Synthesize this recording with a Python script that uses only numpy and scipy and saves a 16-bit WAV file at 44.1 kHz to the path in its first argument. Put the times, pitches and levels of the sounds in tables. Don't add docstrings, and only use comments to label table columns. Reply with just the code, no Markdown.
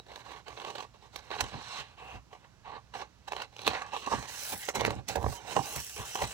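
import sys
import numpy as np
from scipy import signal
from scipy.fft import rfft, irfft
from scipy.io import wavfile
from scipy.ndimage import uniform_filter1d

SR = 44100
rng = np.random.default_rng(int(sys.argv[2]) if len(sys.argv) > 2 else 0)


def pcm_store(signal):
    levels = np.round(np.clip(np.atleast_2d(signal), -1, 1) * 32767)
    wavfile.write(sys.argv[1], SR, levels.astype(np.int16).T)


N = 279153
T = np.arange(N) / SR
HZ = np.fft.rfftfreq(N, 1 / SR)

# (f/Hz, width/Hz, level/dB)
SHEET_LOW = [(1533, 520, 5), (2154, 650, 1.3)]
SHEET_HIGH = [(2760, 1120, 2.2), (4040, 1180, 2.6)]


def gain_of(db):
    return 10 ** (np.asarray(db) / 20)


def evened(x):
    return x / np.sqrt(np.mean(x ** 2) + 1e-20)


def read(points, hz):
    f, value = np.transpose(points)
    return np.interp(np.log(hz + 1), np.log(f + 1), value)


def add(mix, s, sound):
    part = mix[round(s * SR):][:len(sound)]
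    part += sound[:len(part)]


def ports(a, b):
    # (f/Hz, likeness 0-1)
    likeness = [(25, 0.72), (300, 0.42), (800, 1), (1300, 1), (2300, 0.94), (3500, 0.028), (6500, 0.049),
                (8500, 0.92)]
    # (f/Hz, lag/rad)
    phase_lag = [(60, 0.81), (800, 1.03), (1500, 1.34), (2500, 1.83), (4000, -0.16), (7000, -0.7),
                 (8000, 0.15)]
    # (f/Hz, level/dB)
    level_tilt = [(60, -6.5), (200, -9), (700, -9.5), (2000, -6.5), (2800, -10), (3500, -9), (4100, -12),
                  (5100, -10), (6250, -13.5), (7600, -8.5), (8600, -0.5)]
    same = np.clip(read(likeness, HZ), 0, 1)
    right = rfft(a)
    left = same * right + np.sqrt(1 - same ** 2) * rfft(b)
    left = left * np.exp(-1j * read(phase_lag, HZ))
    tilt = gain_of(read(level_tilt, HZ) / 2)
    return np.array([left * tilt, right / tilt])


def body(modes, drive, cracks=0):
    ring = 0
    for k, (hz, width, db) in enumerate(modes):
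        sign = (-1) ** k
        ring = ring + sign * gain_of(db) / (1 + 2j * (HZ - hz) / width) ** 2
    noise = rng.standard_normal((2, N))
    unit = np.sqrt(np.mean(irfft((ports(*noise) * ring).mean(0), N) ** 2))
    return irfft(ports(*(noise * drive + cracks)) * ring, N) / unit


def paper():
    # (t/s, sheet's low modes over its high modes/dB, shift to the left/dB,
    # bass of the hollow/dB, lift of the hollow's last mode but one/dB, lift of the sheet's top mode/dB,
    # fizz/dB)
    bending = [(0.0, 0, 6, 15, -8, 1.5, 0), (0.25, 3.5, -2, 2, 4.5, 3, 1), (0.7, -6, 1, 8.5, 2, -2.5, -5),
               (1.3, 3, -1, -0.5, 1, 4, 1), (1.42, -1.5, 2, 5, 0.5, -2, -9),
               (1.75, 1, 0.5, -23, 10, 6, -12), (2.05, -10.5, 2.5, -23, -1, -15, 2.5),
               (2.77, 5.5, 0.5, -2, 4, 1.5, -7), (3.66, -5.5, 1, 4, -2, 0, -1),
               (3.83, 3, 1, -23, 7.5, -2.5, -14), (4.0, -14.5, 1, 12, 8, -6, -1),
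               (4.11, 3.5, 1, 13.5, 9, -0.5, -12.5), (4.59, -3.5, 2, -38, -8.5, 1, 13.5),
               (4.7, 0, 1, 9, 0, -5.5, -4.5), (5.13, -1.5, -1, 16.5, 1.5, -0.5, -3.5),
               (5.22, 4, -1.5, 10, -3.5, 2, 6), (5.58, -8, 0, -10, -9, -9, -8),
               (5.68, -7.5, 3, 7.5, 4.5, -5.5, 5), (6.17, -7, 5.5, -4, 0.5, -7.5, -4.5)]
    s, *columns = np.transpose(bending)
    low_db, left_db, deep_db, bright_db, top_db, fizz_db = (np.interp(T, s, c) for c in columns)
    rub_db, stiff_db, slide_db, sticky = hands()
    uneven_db = 4.5
    grip_db = uneven_db * sticky * slips(per_s=95, t60=0.073, spread_db=3.0)
    crackle_db = 0.48 * slips(per_s=170, t60=0.0012, spread_db=11)
    tick = sticky * ticks()

    hollow_drive = excitation(rub_db, grip_db + crackle_db, tick, crack_db=24,
                              column=0, longer=0.58, early_ms=2.555)
    cavity = hollow(hollow_drive, deep_db, bright_db)
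    sheet_drive = excitation(stiff_db, 0.74 * grip_db + crackle_db, tick, crack_db=15,
                             column=2, longer=0.49, early_ms=0.64)
    plate = sheet(sheet_drive, low_db)
    edge_drive = excitation(slide_db, 0.04 * grip_db + 2.92 * crackle_db, tick, crack_db=15,
                            column=3, longer=0.79, early_ms=0.22)
    near = shifting(cavity + plate + edge(edge_drive), held_db=2.0, turned_db=3.0, top_db=top_db)
    balance = gain_of(np.array([left_db, -left_db]) / 2)
    return (near + desk(rub_db)) * balance + fizz(edge_drive, fizz_db)


def excitation(level_db, texture_db, tick, crack_db, column, longer, early_ms):
    rustle, cracks = snap_drive(column, longer, early_ms, crack_db)
    envelope = gain_of(level_db + texture_db) + rustle
    impulses = cracks + tick * gain_of(level_db + crack_db)
    return np.array([envelope, impulses])


def hollow(drive, deep_db, bright_db):
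    # (f/Hz, width/Hz, level/dB)
    modes = [(463.5, 148, 3), (577.4, 88, -1), (801.4, 224, 8.5), (992, 171, 2.5), (1134, 127, 5.5),
             (1785, 570, -12)]
    sound = body(modes, *drive)
    bass_band = HZ / (HZ - 120j) / (1 + 1j * HZ / 420) ** 2
    deep = irfft(rfft(sound) * bass_band, N)
    hz, width, _ = modes[-2]
    detuning = HZ / hz - hz / (HZ + 1)
    bright = irfft(rfft(sound) / (1 + 1j * detuning * hz / (2 * width)), N)
    return sound + gain_of(deep_db) * deep + (gain_of(bright_db) - 1) * bright


def sheet(drive, low_db):
    low_share = 1 / (1 + gain_of(-2 * low_db))
    low = body(SHEET_LOW, *drive * np.sqrt(low_share))
    return low + body(SHEET_HIGH, *drive * np.sqrt(1 - low_share))


def edge(drive):
    # (f/Hz, width/Hz, level/dB)
    modes = [(3700, 2700, -3), (5540, 1210, 5.5), (6260, 720, 6), (7880, 3060, 1.5)]
    return body(modes, *drive)


def fizz(drive, fizz_db):
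    # (f/Hz, width/Hz, level/dB)
    modes = [(9540, 3900, -0.68), (14570, 2200, -1.3)]
    expanded = np.sign(drive) * abs(drive) ** 1.236
    return body(modes, *gain_of(7.5 + fizz_db) * expanded)


def hands():
    # (start t/s, length/s, rubbing level/dB, swell to the end/dB,
    # stiff sheet over the rubbing/dB, sliding edge over the rubbing/dB, stickiness 0-1)
    strokes = [(0.068, 0.14, -62.5, 8, -2, -11.5, 1), (0.256, 0.14, -57.5, -1.5, -1.5, -10.5, 1),
               (0.473, 0.36, -56.5, 3, -2, -10.5, 1), (0.944, 0.018, -60, 0, -7, -17, 0.5),
               (1.024, 0.042, -58.5, -0.5, -8, -14.5, 0), (1.137, 0.053, -57.5, 4, -3.5, -8.5, 0.1),
               (1.228, 0.081, -61.5, 0.5, -4, -10, 0.56), (1.319, 0.12, -50, 7.5, -2, -12.5, 1),
               (1.463, 0.059, -52.5, -4, 2, -5.5, 0.5), (1.535, 0.084, -50, -1.5, -4, -12, 0.86),
               (1.617, 0.19, -57, 8, 2.5, -3.5, 0.27), (1.804, 0.14, -60.5, -6.5, 3.5, -12, 0.04),
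               (1.983, .18, -51, 3, -1.5, -20, 0), (2.333, 0.017, -50.5, -6.5, -3.5, -15, 0.75),
               (2.403, 0.043, -75.5, 16, -3.5, -25, 0.4), (2.656, 0.11, -50.5, 2.5, -7.5, -28, 0.35),
               (2.953, 0.066, -46.5, -2, -3.5, -11, 1), (3.318, 0.12, -51.5, -1, -2, -11, 1),
               (3.525, 0.16, -67, 18, -1, -8, 0.96), (3.682, 0.041, -35.5, -9.5, -1, -12.5, 0.8),
               (3.734, 0.1, -41.5, -7, -2.5, -13.5, 0.56), (3.868, 0.044, -54, -5.5, 0.5, -7.5, 0.6),
               (3.931, 0.019, -47.5, 3, -2.5, -10.5, 0.74), (3.969, 0.081, -51.5, -4, 3.5, -4.5, 0.5),
               (4.081, 0.036, -53.5, 11.5, -3.5, -4.5, 0.43), (4.127, 0.13, -44.5, -8, -2, -3.5, 0.5),
               (4.285, 0.22, -55.5, 2, 4, 7, 0.79), (4.527, 0.018, -42, -4.5, -2.5, -4, 0.74),
               (4.561, 0.1, -64.5, 7, 9.5, 8, 0.8), (4.694, 0.011, -41, -11.5, 2, 1, 1),
               (4.76, 0.13, -35, -16, -1, -13, 1), (4.902, 0.094, -47, -10, -4.5, -11.5, 1),
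               (5.097, 0.042, -48, -6, 3.5, 2, 0.54), (5.162, .12, -50.5, 8, -15, -15.5, 0.95),
               (5.298, 0.066, -57, 3, -1, 3.5, 0.1), (5.38, 0.074, -56, 6.5, -5.5, -12.5, 0.47),
               (5.47, 0.06, -46, 9, -3.5, -7.5, 0.27), (5.556, 0.049, -37, -3, -8, -9.5, 0.14),
               (5.627, 0.18, -50, -1, 4, 2, 0.53), (5.801, 0.17, -61, -1.5, 9, 14, 0.3),
               (5.973, 0.056, -48, 1, 0, -2, 0.7), (6.055, 0.096, -53.5, -1.5, 7, 8, 0),
               (6.157, 0.089, -47, 4, 1, -1.5, 0.7), (6.27, 0.076, -53.5, -0.5, 6.5, 5, 1)]
    rise_db_per_s, fall_db_per_s = 905, 471
    rest_db = np.array([-76.5, -77, -82.5])
    power, stuck = gain_of(2 * rest_db)[:, None] * np.ones(N), np.zeros(N)
    for start, length, db, swell_db, sheet_db, edge_db, sticky in strokes:
        stroke = held(start, length, db, swell_db, rise_db_per_s, fall_db_per_s)
        power = power + gain_of(2 * np.array([0, sheet_db, edge_db]))[:, None] * stroke
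        stuck = stuck + np.clip(sticky, 0, 1) * stroke
    return *10 * np.log10(power), stuck / power[0]


def held(start, length, db, swell_db, rise_db_per_s, fall_db_per_s):
    t = T - start
    edges_db = np.minimum(t, 0) * rise_db_per_s - np.maximum(t - length, 0) * fall_db_per_s
    level_db = db + swell_db * np.clip(t / length, 0, 1) + edges_db
    return gain_of(2 * np.maximum(level_db, -150))


def slips(per_s, t60, spread_db):
    kicks = (rng.random(N) < per_s / SR) * gain_of(spread_db * rng.standard_normal(N))
    level = signal.lfilter([1], [1, -gain_of(-60 / t60 / SR)], kicks)
    level = np.log(uniform_filter1d(level, round(t60 * SR / 20)) + 0.22)
    return evened(level - level.mean())


def ticks():
    per_s, db, spread_db = 260, -8.5, 4
    size = gain_of(db + spread_db * np.minimum(rng.exponential(1, N), 4))
    return size * rng.choice([-1., 1.], N) * (rng.random(N) < per_s / SR)


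def snap_drive(column, longer, early_ms, crack_db):
    # (peak t/s, peak level/dB, sheet over the peak/dB, edge over the peak/dB, swell/ms)
    snaps = [(0.119, -52, 2, -14, 2.1), (0.16, -44.5, 3.5, -7, 1.7), (0.321, -50.5, -4, -14, 6.2),
             (0.483, -44, -2.5, -10, 1.8), (0.577, -47, -4.5, -29, 5.6), (0.601, -41.5, -1.5, -15, 1.8),
             (0.618, -41.5, -5, -17, 2.3), (0.65, -39, 1, -13, 1.7), (0.682, -43.5, -10, -20, 16),
             (0.705, -41.5, -3, -13, 4.4), (0.757, -38, -6, -15.5, 4.3), (0.784, -38, -3.5, -15, 1.85),
             (0.807, -39.5, -8, -17, 3.6), (0.826, -41, -4, -17, 1.2), (1.161, -40, 4, -1.5, 1.45),
             (1.306, -38.5, -5, -19, 0.78), (1.315, -31.5, -6, -26, 1.8), (1.41, -29.5, 3.5, -1.5, 3.8),
             (1.442, -40, -5, -11, 3.2), (1.521, -46, -16, -25, 0.54), (2.33, -47, -5, -23, 0.55),
             (2.941, -39, -3.5, -18, 2.1), (3.285, -41.5, -6.5, -11, 7.2), (3.322, -32, -1, -12, 1.2),
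             (3.334, -36, 0, -15, 0.26), (3.366, -37.5, 1.5, -11, 0.67), (3.403, -39, -6, -28, 2.4),
             (3.421, -35.5, -3.5, -12, 2.4), (3.566, -49, 6, -3, 0.88), (3.593, -47, 6, -7, 0.88),
             (3.618, -44.5, 1.5, -4, 1.2), (3.669, -29, -2.5, -12, 3.3), (3.678, -18, -1, -12.5, 0.54),
             (3.735, -30.5, -12, -44, 1.2), (3.754, -44, -0.5, -39, 10), (3.821, -45, 5, -5, 2),
             (3.936, -43, -3, -34, 0.76), (3.966, -33, -3, -16, 1.3), (4.064, -45, 8, 3, 1.5),
             (4.078, -32.5, -19, -26, 7.4), (4.125, -30.5, -19, -37, 7.3), (4.138, -27, -32, -35, 2),
             (4.228, -40, -2, -4, 0.98), (4.688, -30, 6, -14, 1.14), (4.757, -40, -16, 1, 6.5),
             (4.797, -42, -4, -19, 3.2), (4.81, -30.5, 0, -7, 1.7), (4.817, -29, -24, -34, 0.82),
             (4.851, -27, 8, -8.5, 0.24), (4.866, -47, 8, 5.5, 7.6), (4.881, -26, -28, -36, 1.46),
             (4.907, -31.5, 0.5, -9, 1.2), (5.088, -46, 5.5, 9.5, 4.2), (5.159, -31.5, -5.5, -8.5, 3),
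             (5.173, -34, -19, -46, 10), (5.229, -35.5, -9, -17, 1.1), (5.244, -27.5, -19, -35, 1.4),
             (5.265, -24, -20.5, -42, 1), (5.328, -40.5, -14, -17, 6.1), (5.567, -19, -14, -30, 2.46),
             (5.575, -25.5, -30, -42, 4.7), (5.594, -29, -30, -35, 2.2), (5.763, -39, -2, -2.5, 4.2),
             (5.966, -36, -7, -23, 2.2), (6.157, -23.5, -8, -14, 2), (6.223, -31, -9, -14.5, 5.9)]
    fixed_fade_ms, fade_per_swell = 3.2, .6
    crack_ms = 1.6
    rustle, cracks = np.zeros(N), np.zeros(N)
    ms = np.arange(-SR // 20, SR // 8) * 1000 / SR
    for row in snaps:
        swell_ms = np.clip(row[4], .3, 30)
        fade_ms = fixed_fade_ms + fade_per_swell * swell_ms
        clean = np.exp(-(swell_ms / crack_ms) ** 2)
        peak = gain_of(row[1] + (row[column] if column else 0))
        start = row[0] - early_ms / 1000
        drop = np.where(ms < 0, (ms / swell_ms) ** 2, ms / (longer * fade_ms))
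        add(rustle, start + ms[0] / 1000, peak * (1 - .85 * clean) * gain_of(-8 * drop))
        add(cracks, start, [peak * clean * gain_of(crack_db)])
    return rustle, cracks


def shifting(x, held_db, turned_db, top_db):
    # (f/Hz, width/Hz, lift/dB)
    held_modes = [(1537, 57, -0.5), (2246, 30, 2), (3380, 38, 0.5), (3872, 23, 5.5), (4177, 23, 3),
                  (6240, 106, 1.5)]
    # (t/s, f/Hz, lift/dB)
    sweep = [(0.4, 2750, 6.5), (2.0, 2680, 11), (3.85, 2590, 10.5), (4.25, 2950, 7), (4.6, 1940, 6.5),
             (5.05, 2630, 11.5), (5.5, 2520, 4), (5.92, 2820, 6), (6.1, 3920, 6)]
    sweep_width_hz, sweep_ports = 276, np.array([1, 0.19])
    lift_s = [3.5, 4.22]
    ring = sum((gain_of(db) - 1) / (1 + 2j * (HZ - hz) / width) for hz, width, db in held_modes)
    rung = irfft(rfft(x) * ring, N)
    page = x + rung * np.interp(T, lift_s, [1, 0])
    hz, t, z = signal.stft(page, SR, nperseg=512, noverlap=384)

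    patches = rng.standard_normal(z.shape[1:]) + 0.55 * rng.standard_normal(z.shape)
    for _ in range(2):
        patches = uniform_filter1d(patches, size=16)
    patches = evened(uniform_filter1d(patches, size=3, axis=1))
    hz = hz[:, None]
    less_below = np.clip(hz / SHEET_LOW[0][0], .5, 1)
    depth_db = np.interp(t, lift_s, [held_db, turned_db]) * less_below

    top_hz, width, _ = SHEET_HIGH[-1]
    lift_db = np.interp(t, T, top_db) * np.exp(-((hz - top_hz) / width) ** 2)
    s, sweep_hz, sweep_db = np.transpose(sweep)
    bell = np.exp(-((hz - np.interp(t, s, sweep_hz)) / sweep_width_hz) ** 2)
    lift_db = lift_db + sweep_ports[:, None, None] * np.interp(t, s, sweep_db) * bell
    z = z * gain_of(depth_db * patches + lift_db)
    return signal.istft(z, SR, nperseg=512, noverlap=384)[1][:, :N]


def desk(rub_db):
    # (f/Hz, width/Hz, level/dB)
    modes = [(57.6, 43, 1), (113, 61, 1.5), (180, 210, -3.5), (316, 190, -11)]
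    # (onset t/s, level/dB, held/s, low modes over high modes/dB)
    thuds = [(1.42, -44.5, 0.03, 5), (1.541, -43.5, 0.02, 0), (1.798, -52, 0.0044, 15),
             (2.144, -45.5, 0.0051, 7), (3.679, -37, 0.0033, -7), (4.14, -38, 0.028, -1),
             (4.534, -48.5, 0.011, -2), (4.769, -43, 0.053, 1), (4.859, -38.5, 0.057, 2.5),
             (4.961, -41, 0.029, 7.5), (5.089, -48, 0.021, -1), (5.171, -36.5, 0.015, 9),
             (5.24, -35.5, 0.044, 8), (5.574, -37, 0.018, -3.5), (5.766, -41.5, 0.013, 8),
             (5.999, -44, 0.0043, 10), (6.224, -36, 0.015, 7)]
    rise_db_per_s, fall_db_per_s = 596, 354
    rub_share_db = -15
    push_db = 23.5
    low = high = gain_of(2 * (rub_db + rub_share_db)) / 2
    push = np.zeros((2, N))
    for s, db, length, low_db in thuds:
        thud = held(s, length, db, 0, rise_db_per_s, fall_db_per_s)
        share = 1 / (1 + gain_of(-2 * low_db))
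        low, high = low + share * thud, high + (1 - share) * thud
        push[:, round(s * SR)] = gain_of(db + push_db) * np.sqrt([share, 1 - share])
    return body(modes[:2], np.sqrt(low), push[0]) + body(modes[2:], np.sqrt(high), push[1])


def squeak():
    # (start t/s, length/s, start f/Hz, glide/(Hz/s), level/dB)
    squeaks = [(5.328, 0.066, 955, -100, -47.5), (5.363, 0.04, 3110, -1500, -51.5)]
    tones = np.zeros(N)
    for start, length, hz, glide, db in squeaks:
        t = np.arange(0, length, 1 / SR)
        swell = np.sin(np.pi * t / length)
        add(tones, start, gain_of(db) * swell * np.sin(2 * np.pi * (hz + glide * t / 2) * t))
    return irfft(ports(tones, tones), N)


def room():
    return air_noise() + hum()


def air_noise():
    # (f/Hz, level per Hz/dB)
    spectrum = [(20, -40), (45, -8), (70, -7), (125, -11), (250, -21), (450, -27), (1100, -27), (2500, -35),
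                (5600, -36), (8500, -44), (16000, -53)]
    level_db = -62.5
    air = irfft(ports(*rng.standard_normal((2, N))) * gain_of(read(spectrum, HZ)), N)
    return air * gain_of(level_db) / np.sqrt(np.mean(air.mean(0) ** 2))


def hum():
    # (f/Hz, level/dB)
    tones = [(117.3, -68.5), (61, -67)]
    waver = evened(uniform_filter1d(rng.standard_normal((len(tones), N)), 3000))
    mono = sum(gain_of(db + 4.0 * w) * np.sin(2 * np.pi * hz * T) for (hz, db), w in zip(tones, waver))
    return mono * gain_of([[-3], [3]])


def scene():
    return paper() + squeak() + room()


def record(dry):
    # (f/Hz, lead/half turns)
    widening = [(7900, 0), (9000, .95), (9500, 1), (10500, .03), (11600, 0), (13000, -.97), (13800, -1),
                (15000, -2)]
    bass_cut_hz, band_limit_hz = 24, 16000
    turn = np.exp(.5j * np.pi * np.interp(HZ, *np.transpose(widening)))
    bass_cut = (HZ / (HZ - 1j * bass_cut_hz)) ** 2
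    wide = irfft(rfft(dry) * np.array([1 / turn, turn]) * bass_cut, N)
    band_limit = signal.firwin(511, band_limit_hz, window=("kaiser", 9), fs=SR)
    return signal.oaconvolve(wide, band_limit[None], "same")


dry = scene()
out = record(dry)
pcm_store(out)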